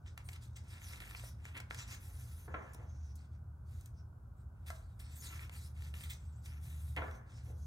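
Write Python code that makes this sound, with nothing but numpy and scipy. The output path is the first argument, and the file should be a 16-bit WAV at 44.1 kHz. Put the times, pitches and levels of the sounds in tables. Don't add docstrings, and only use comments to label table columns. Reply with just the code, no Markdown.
import sys
import numpy as np
from scipy import signal
from scipy.fft import rfft, irfft
from scipy.io import wavfile
from scipy.ndimage import uniform_filter1d

SR = 44100
rng = np.random.default_rng(int(sys.argv[2]) if len(sys.argv) > 2 else 0)


def generate_wav(sig):
    pcm = np.round(np.clip(np.atleast_2d(sig).T, -1, 1) * 32767).astype(np.int16)
    wavfile.write(sys.argv[1], SR, pcm)


N = 337806
TIME = np.arange(N) / SR


# t/s, level/dB, rise/s, decay/s, low-pass f/Hz
FLAPS = [(2.0, -76.5, 0.071, 0.3, 1680), (2.476, -55.5, 0.0033, 0.036, 1270),
         (2.538, -47, 0.0072, 0.0095, 2630), (2.558, -60, 0.008, 0.11, 2300),
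         (2.747, -54, 0.0008, 0.0064, 885), (2.77, -65, 0.021, 0.07, 1010),
         (6.963, -50.5, 0.0069, 0.047, 3260), (6.972, -57.5, 0.009, 0.056, 1000),
         (7.014, -49, 0.008, 0.0087, 2000), (7.03, -62.5, 0.005, 0.14, 2060),
         (7.455, -60.5, 0.039, 0.043, 644)]
# t/s, level/dB, low-pass f/Hz
POPS = [(2.481, -33, 1300), (2.5425, -21.5, 1900), (2.549, -23, 1300), (6.9715, -26, 1500),
        (6.988, -24, 1600), (7.022, -28, 1900), (7.0825, -34, 2000)]
# f/Hz, level/dB
SHEET_SPECTRUM = [(60, -33), (200, 1), (330, -3), (500, -1), (800, -1.5), (1100, -1), (1600, 0), (2100, 3),
                  (2600, -4), (3300, -7.5), (4200, -14), (6000, -59), (16000, -53)]
# f/Hz, width/Hz, level/dB
TABLE_ROOM_MODES = [(404, 16, 4), (522, 12, 0), (648, 16, -3), (1086, 14, 0), (1575, 16, 3), (1718, 14, 1)]

def flaps(ring_db=3):
    drive = np.zeros(N)
    crinkles = friction(slips_per_s=1200, spread_db=2, flutter_db=0.5)
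    for start, db, rise, decay, cutoff_hz in FLAPS:
        part = crinkles[round(start * SR):][:SR // 2]
        part = part * burst(TIME[:len(part)], rise, decay)
        add(drive, start, amp(db) * lowpass(part, cutoff_hz))
    for start, db, cutoff_hz in POPS:
        add(drive, start, amp(db) * lowpass(signal.unit_impulse(SR // 100), cutoff_hz))
    sheet = colour(drive, SHEET_SPECTRUM)
    ring = sum(amp(db) * signal.lfilter(*signal.iirpeak(hz, hz / width, SR), sheet)
               for hz, width, db in TABLE_ROOM_MODES)
    return sheet + amp(ring_db) * ring


# f/Hz, level/dB
GRIP_SPECTRUM = [(100, -54.5), (250, -1.5), (450, -11.5), (700, -12.5), (1000, -6.5), (1500, -4.5),
                 (2050, 0), (2600, 3), (3300, -7.5), (4200, -18), (6000, -31.5), (16000, -66)]
HISS_SPECTRUM = [(500, -41), (2500, -28.5), (3300, 7), (3900, 6.5), (5500, 9), (7000, 4.5), (8500, 4.5),
                 (10000, -19), (12000, -45), (16000, -41)]
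FIZZ_SPECTRUM = [(1000, -78.5), (8000, -11.5), (9700, -6), (12500, -6), (14500, -12.5), (16000, -18.5)]

def rubbing(uneven_db=1.0, uneven_hz=14):
    hiss_gain, grip_gain, fizz_gain, pocket_hz, ring = handling()
    grains = friction(slips_per_s=900, spread_db=2.5, flutter_db=1.5, slip_share=0.4)
    sliding = friction(slips_per_s=1600, spread_db=0, flutter_db=1)
    sliding = air_pocket(sliding + 0.13 * grains, pocket_hz, ring)
    grip = grip_gain * unit_rms(colour(grains, GRIP_SPECTRUM))
    hiss = hiss_gain * unit_rms(colour(sheen(sliding), HISS_SPECTRUM))
    fizz = fizz_gain * unit_rms(colour(sliding, FIZZ_SPECTRUM))
    return (grip + hiss + fizz) * amp(uneven_db * drift(uneven_hz))


# t/s, length/s, rise/s, hiss/dB, grip/dB, fizz/dB
RUBS = [(0.052, 0.027, 0.029, -62.5, -62, -85), (0.168, 0.044, 0.0046, -72.5, -65.5, -83),
        (0.31, 0.049, 0.022, -67, -60.5, -82), (0.406, 0.046, 0.021, -65.5, -69.5, -70.5),
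        (0.556, 0.015, 0.0089, -57.5, -60, -73), (0.628, 0.17, 0.1, -68.5, -63, -77),
        (0.893, 0.083, 0.013, -62.5, -58.5, -66), (1.003, 0.088, 0.0041, -65.5, -57.5, -65.5),
        (1.086, 0.059, .02, -66, -63, -65), (1.44, 0.013, 0.049, -54.5, -47, -60.5),
        (1.535, 0.041, 0.035, -81, -47, -66), (1.699, 0.12, 0.0053, -60.5, -61, -70),
        (3.302, .05, 0.033, -82, -78, -92), (3.647, 0.23, 0.068, -74.5, -76.5, -76),
        (4.513, 0.16, 0.059, -104, -86, -102), (4.66, 0.051, 0.0091, -62, -62, -64),
        (4.728, 0.041, 0.03, -63, -63, -70), (4.991, 0.014, 0.0074, -63, -61, -61),
        (5.274, 0.094, 0.035, -62, -56.5, -63.5), (5.394, 0.05, 0.016, -63.5, -56, -65),
        (5.507, 0.044, 0.029, -65, -60.5, -65), (5.739, 0.14, 0.13, -62, -61.5, -67),
        (5.935, 0.14, 0.0087, -62, -61, -63.5), (6.087, 0.049, 0.012, -55, -59, -65),
        (6.428, 0.037, 0.028, -63.5, -67, -64)]
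# t/s, length/s, hiss/dB, grip/dB, fizz/dB, pocket f/Hz, ring/0-1
SLIDES = [(1.98, 0.23, -69, -70, -66.5, 5800, 0.12), (2.186, 0.16, -67, -70.5, -67, 6400, 0.06),
          (2.321, 0.14, -72.5, -71.5, -69, 6330, 0.15), (2.468, 0.38, -80, -72, -87, 6600, 0.37),
          (2.853, 0.16, -77.5, -80, -95, 6030, 0.75), (3.016, 0.1, -72, -76, -87, 5930, 0.8),
          (3.15, 0.1, -75.5, -75, -89, 4530, 0.15), (3.935, 0.065, -80, -82, -102, 5350, 1),
          (4.36, .05, -81, -84, -84, 7600, 0.9), (4.78, 0.15, -82.5, -82, -87, 4370, 0.4),
          (5.019, 0.17, -70.5, -69, -81, 4600, 0.5), (5.09, 0.058, -65.5, -68, -69, 7800, 0.4),
          (6.154, 0.3, -78, -80.5, -87, 7750, 0.6), (6.457, 0.12, -73.5, -65.5, -73, 6200, 0.5),
          (6.596, 0.21, -68.5, -67.5, -65.5, 3530, 0.2), (6.776, 0.15, -70.5, -72.5, -68, 3700, 0.05),
          (6.931, 0.23, -72, -71, -76, 6250, 0.23), (7.262, 0.15, -70, -72, -87, 5800, 0.02),
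          (7.421, 0.088, -72.5, -72, -73.5, 6140, 0.3), (7.533, 0.2, -74, -85, -79.5, 6050, 0.3)]
# t/s, length/s, rise/s, hiss/dB, grip/dB, fizz/dB, pocket start f/Hz, end f/Hz, ring/0-1
WEDGES = [(0.237, 0.099, 0.018, -71, -75, -68, 9500, 7000, 0.7),
          (0.673, 0.064, 0.032, -64, -67, -69, 6340, 4630, 0.2),
          (0.792, 0.098, 0.082, -58, -59.5, -60, 8300, 4930, 0.3),
          (1.149, 0.061, 0.023, -60.5, -60.5, -64.5, 5300, 3900, 0.1),
          (1.218, 0.07, 0.025, -58.5, -62.5, -61.5, 5000, 5500, 0.13),
          (1.771, 0.044, 0.02, -51.5, -51.5, -63.5, 6100, 4160, 0.18),
          (1.859, 0.093, 0.048, -55.5, -54, -64, 5950, 7100, .2),
          (5.145, 0.088, 0.023, -63.5, -77, -59, 8000, 6800, 0.8),
          (5.205, 0.067, 0.06, -52, -56, -54.5, 6000, 3920, 0.42),
          (5.541, 0.13, 0.027, -65, -68.5, -65.5, 3830, 5830, 0.3)]

def handling(pressed_hz=4120, pressed_ring=0.024, slide_rise_s=0.045):
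    t = TIME[::32]
    strokes = [(*row, pressed_hz, pressed_ring) for row in RUBS]
    strokes += [(start, length, slide_rise_s, *rest) for start, length, *rest in SLIDES]
    for start, length, *rest, from_hz, to_hz, strength in WEDGES:
        glide = np.clip((t - start) / length, 0, 1) ** 0.9
        strokes.append((start, length, *rest, from_hz * (to_hz / from_hz) ** glide, strength))
    power = np.full((3, len(t)), 1e-16)
    loudest, pocket_hz, ring = 0, pressed_hz, pressed_ring
    for start, length, rise, hiss_db, grip_db, fizz_db, hz, strength in strokes:
        stroke_power = (amp([[hiss_db], [grip_db], [fizz_db]]) * stroke(t - start, length, rise)) ** 2
        leads = stroke_power[0] > loudest
        pocket_hz = np.where(leads, hz, pocket_hz)
        ring = np.where(leads, strength, ring)
        loudest = np.maximum(loudest, stroke_power[0])
        power += stroke_power
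    return [np.interp(TIME, t, curve) for curve in (*np.sqrt(power), pocket_hz, ring)]


def stroke(t, length, rise, lead_s=0.049, sag_db=-2.5, release_s=0.019, linger_s=0.07):
    lead, linger = amp(-23), amp(-16)
    after = np.maximum(t - length, 0)
    attack = lead * np.exp(np.minimum(t, 0) / lead_s) + (1 - lead) * np.clip(t / rise, 0, 1)
    sag = amp(sag_db * np.clip(t / length, 0, 1))
    release = (1 - linger) * np.exp(-after / release_s) + linger * np.exp(-after / linger_s)
    return attack * sag * release


def friction(slips_per_s, spread_db, flutter_db, slip_share=0.33):
    slips = rng.standard_normal(N).clip(-1, 1)
    slips *= amp(spread_db * np.minimum(rng.exponential(1, N), 4))
    slips = unit_rms(slips * (rng.random(N) < slips_per_s / SR))
    noise = np.sqrt(slip_share) * slips + np.sqrt(1 - slip_share) * rng.standard_normal(N)
    return unit_rms(noise * amp(flutter_db * drift(70)))


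# frequency ratio, stage width/Hz, gain
POCKET_MODES = [(1, 1400, 4.0), (1.8, 2000, 2.4)]

def air_pocket(x, hz, strength, wander=0.04):
    hz = hz * np.exp(wander * drift(16))
    ring = sum(gain * resonate(x, ratio * hz, width) for ratio, width, gain in POCKET_MODES)
    x = shifting_contact(x + strength * ring)
    return x / np.sqrt(uniform_filter1d(x ** 2, size=SR // 20))


def shifting_contact(x, depth_db=2.4):
    spectra = signal.stft(x, nperseg=256)[2]
    patches = uniform_filter1d(rng.standard_normal(spectra.shape), size=4, axis=0)
    patches = unit_rms(uniform_filter1d(patches, size=14, axis=1))
    return signal.istft(spectra * amp(depth_db * patches), nperseg=256)[1][:N]


# f/Hz, stage width/Hz, gain
SHEEN_MODES = [(3750, 500, .5), (6450, 550, .55), (8500, 700, .3)]

def sheen(x, wander=0.024):
    bend = np.exp(wander * drift(3.8))
    return x + sum(gain * resonate(x, hz * bend, width) for hz, width, gain in SHEEN_MODES)


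# t/s, body/dB, crisp/dB, decay/s, f/Hz
TICKS = [(0.062, -41, -49, 0.0031, 2020), (0.177, -24, -29.5, 0.0019, 2060),
         (0.288, -25.5, -30.5, .0037, 2060), (0.331, -36, -33, 0.0064, 2170), (0.36, -35, -40, .0033, 2090),
         (0.741, -37, -54, 0.0011, 1900), (0.818, -34.5, -46, .0013, 1900),
         (0.844, -32.5, -45, .0018, 1900), (0.935, -27, -45, 0.0016, 2000), (0.959, -34, -44, .0007, 2100),
         (1.003, -25.5, -33, .0015, 2080), (1.02, -24, -37, 0.0042, 1940),
         (1.039, -30.5, -47, 0.0023, 1500), (1.11, -23, -38, 0.0011, 1850),
         (1.1485, -21.5, -38, 0.002, 2000), (1.197, -30, -40, .0013, 2080),
         (1.454, -28.5, -33.5, 0.00066, 1730), (1.568, -27, -33, .003, 1820),
         (1.5748, -25, -29.5, .0051, 1980), (1.602, -21.5, -29, 0.0031, 1680),
         (1.709, -15, -42, 0.00075, 1820), (1.746, -25, -27, .0025, 1750), (2.734, -59, -36.5, 0.012, 2790),
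         (2.746, -42, -35, .0026, 2880), (3.155, -51, -37.5, 0.011, 2830), (3.81, -45, -40, 0.0034, 2900),
         (3.859, -44, -35.5, 0.0022, 2900), (4.703, -34, -29, 0.003, 1800), (4.998, -35, -37, .0096, 2480),
         (5.394, -27.5, -45, 0.0021, 2100), (5.4956, -25, -36, 0.0012, 1780), (5.53, -38, -50, .0012, 1910),
         (5.822, -34, -40, .001, 1820), (5.94, -24.5, -49, 0.0028, 2000), (6.008, -28.5, -37, 0.0025, 2090),
         (6.022, -38, -46, .001, 1700), (6.458, -30, -35.5, 0.01, 2160), (6.964, -22, -32.5, 0.0026, 2040),
         (6.97, -19, -44, 0.0032, 1570), (6.9731, -15.5, -34, .007, 1960), (7.112, -40, -44, .0022, 2080)]
# f/Hz, level/dB
EDGE_SPECTRUM = [(100, -32), (400, -10), (800, -7), (1400, -5), (2050, 5), (2700, 7), (3400, -3.5),
                 (4500, -15), (8000, -22.5), (16000, -66.5)]
CRISP_SPECTRUM = [(500, -30), (2500, -15), (3800, 4.5), (7000, 3.5), (9500, 0.5), (12000, -4.5),
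                  (16000, -10)]

def ticks(snap_s=0.0006, reference_hz=2000):
    out, t = np.zeros(N), TIME[:SR // 12]
    for start, body_db, crisp_db, decay, hz in TICKS:
        scrape = rng.standard_normal(len(t)) * np.exp(-t / decay)
        scrape /= np.linalg.norm(scrape)
        scrape[0] = np.sqrt(snap_s / decay)
        scrape /= np.linalg.norm(scrape)
        for db, spectrum in (body_db, EDGE_SPECTRUM), (crisp_db, CRISP_SPECTRUM):
            shifted = np.multiply(spectrum, [hz / reference_hz, 1])
            add(out, start, amp(db) * colour(scrape, shifted, size=2048))
    return out


def crackle(snaps_per_s=70, spread_db=1, body_db=15):
    grip_gain = handling()[1]
    onsets = rng.random(N) < snaps_per_s / SR
    sizes = amp(spread_db * np.minimum(rng.exponential(1, N), 2))
    return amp(body_db) * colour(onsets * sizes * grip_gain, EDGE_SPECTRUM)


# t/s, level/dB, rise/s, decay/s
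FLICKS = [(0.563, -56, 0.0056, 0.0039), (1.942, -54, .005, 0.0063), (6.032, -47, .005, 0.0078),
          (6.095, -44, .01, 0.012), (6.113, -53, .002, .006)]
# f/Hz, level/dB
FLICK_SPECTRUM = [(500, -23), (1400, -22), (2100, 11.5), (2700, 5), (3500, 9.5), (4800, -10), (6700, -7.5),
                  (8500, 1), (10000, -13.5), (16000, 0)]

def flicks():
    gain = np.zeros(N)
    for start, db, rise, decay in FLICKS:
        add(gain, start, amp(db) * burst(TIME[:SR // 5], rise, decay))
    return colour(gain * friction(slips_per_s=1200, spread_db=2, flutter_db=1), FLICK_SPECTRUM)


# t/s, level/dB, f/Hz, tilt/(dB per octave), t60/s
KNOCKS = [(1.236, -45, 594, -1, 0.021), (4.701, -45, 657, 2.5, 0.042)]
# frequency ratio, level/dB, t60 ratio
BLOCK_MODES = [(1, 6, 0.8), (1.66, 4, .45), (2.03, 1.5, 0.57), (2.44, 2, 0.63), (3.12, 2, .6)]

def knocks(rise_s=0.0028, highpass_hz=450):
    out, t = np.zeros(N), TIME[:SR // 5]
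    for start, db, hz, tilt, t60 in KNOCKS:
        ring = np.zeros(len(t))
        for ratio, mode_db, t60_ratio in BLOCK_MODES:
            envelope = amp(mode_db + tilt * np.log2(ratio) - 60 * t / (t60 * t60_ratio))
            ring += envelope * np.sin(2 * np.pi * ratio * hz * t)
        add(out, start, amp(db) * np.minimum(t / rise_s, 1) * ring)
    return signal.lfilter(*signal.butter(2, highpass_hz, "high", fs=SR), out)


# f/Hz, lag/turns
LEFT_LAG = [(20, 0), (800, .02), (1500, .1), (2000, .29), (2700, .5), (3700, .84), (4700, 1), (16000, 1)]

def stereo_lag(x):
    lag = np.exp(-2j * np.pi * at_hz(LEFT_LAG, np.fft.rfftfreq(N, 1 / SR)))
    return np.array([irfft(rfft(x) * lag, N), x])


# f/Hz, t60/s
ROOM_T60 = [(200, .45), (1500, .42), (3000, .3), (8000, .2), (16000, .13)]
# f/Hz, level/dB
ROOM_WET = [(200, -3), (700, 1.5), (1400, 1), (2600, -13.5), (5000, -4), (16000, -6.5)]

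def room(x, early_gain=0.52, early_s=0.012):
    hz, t, noise = signal.stft(rng.standard_normal((2, SR // 2)), SR, nperseg=256)
    fade = amp(-60 * t / at_hz(ROOM_T60, hz)[:, None])
    fade *= 1 + early_gain * np.exp(-t / early_s)
    fade /= np.sqrt(np.mean(fade ** 2, axis=1, keepdims=True) * SR / 2)
    wet_gain = amp(at_hz(ROOM_WET, hz))[:, None]
    tail = signal.istft(noise * fade * wet_gain, SR, nperseg=256)[1]
    delayed = np.pad(tail, ((0, 0), (SR // 700, 0)))
    return signal.fftconvolve(x[None], delayed, axes=1)[:, :N]


# t/s, relative level/dB
HUM_SWELL = [(0, -58.5), (1.9, -56), (3.1, -45), (4.6, -54.5), (5.4, -48.5), (5.9, -44), (7.0, -40.5),
             (7.3, -56), (7.66, -43.5)]

def hum(hz=74.72, gain_db=-4.5, octave_db=-15, waver_hz=0.53, waver_db=2.5):
    swell_db = np.interp(TIME, *np.transpose(HUM_SWELL))
    phase = 2 * np.pi * np.cumsum(hz + waver_hz * drift(2.42)) / SR
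    gain = np.sqrt(2) * amp(swell_db + gain_db + waver_db * drift(2.8))
    return gain * (np.sin(phase) + amp(octave_db) * np.sin(2 * phase))


# f/Hz, level/dB
RUMBLE_SPECTRUM = [(15, -54.5), (30, -36.5), (40, -17), (55, -3), (70, -5.5), (85, 2.5), (100, -10),
                   (118, 0), (135, -17), (170, -20), (215, -23), (260, -30), (400, -38.5), (1000, -76.5)]
AIR_SPECTRUM = [(60, -16.5), (200, 1), (300, -1.5), (450, -3), (750, -0.5), (1000, -2.5), (1200, -4.5),
                (1500, -1.5), (1800, -23), (2600, -28), (3500, -30.5), (8000, -27), (16000, -28)]

def room_tone(rumble_db=-50, side_ratio_db=-25.5, air_db=-71):
    mid, side = [unit_rms(colour(rng.standard_normal(N), RUMBLE_SPECTRUM)) for _ in range(2)]
    rumble = mid + amp(side_ratio_db) * np.array([side, -side])
    air = np.array([colour(rng.standard_normal(N), AIR_SPECTRUM) for _ in range(2)])
    return amp(rumble_db) * rumble + amp(air_db) * unit_rms(air + 0.11 * air[::-1])


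def amp(db):
    return 10 ** (np.asarray(db) / 20)


def unit_rms(x):
    return x / np.sqrt(np.mean(x ** 2) + 1e-20)


def at_hz(table, hz):
    f, value = np.transpose(table)
    return np.interp(np.log(hz + 1), np.log(f + 1), value)


def add(mix, start_s, sound):
    part = mix[round(start_s * SR):][:len(sound)]
    part += sound[:len(part)]


def burst(t, rise, decay):
    return np.minimum(t / rise, 1) * np.exp(-np.maximum(t - rise, 0) / decay)


def drift(cutoff_hz):
    hz = np.fft.rfftfreq(N, 1 / SR)
    return unit_rms(irfft(rfft(rng.standard_normal(N)) / (1 + (hz / cutoff_hz) ** 4), N))


def colour(x, spectrum, size=8192):
    log_gain = np.log(amp(at_hz(spectrum, abs(np.fft.fftfreq(size, 1 / SR)))))
    response = np.exp(np.conj(signal.hilbert(log_gain)))
    impulse = np.fft.ifft(response).real[:size // 2]
    return signal.oaconvolve(x, impulse / np.linalg.norm(impulse))[:len(x)]


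def resonate(x, hz, width_hz):
    carrier = np.exp(2j * np.pi * np.cumsum(hz) / SR)
    pole = np.exp(-np.pi * width_hz / SR)
    for _ in range(2):
        x = 2 * (carrier * signal.lfilter([1 - pole], [1, -pole], x / carrier)).real
    return x


def lowpass(x, hz):
    return signal.lfilter(*signal.butter(3, hz, fs=SR), x)


def scene():
    near = rubbing() + crackle() + ticks() + flicks() + knocks()
    flap = flaps()
    return stereo_lag(near + amp(5.5) * flap) + room(near + amp(6.5) * flap) + hum() + room_tone()


def record(dry):
    taps = signal.firwin(511, 16000, window=("kaiser", 9), fs=SR)
    return signal.oaconvolve(dry, taps[None], "same")


dry = scene()
out = record(dry)
generate_wav(out)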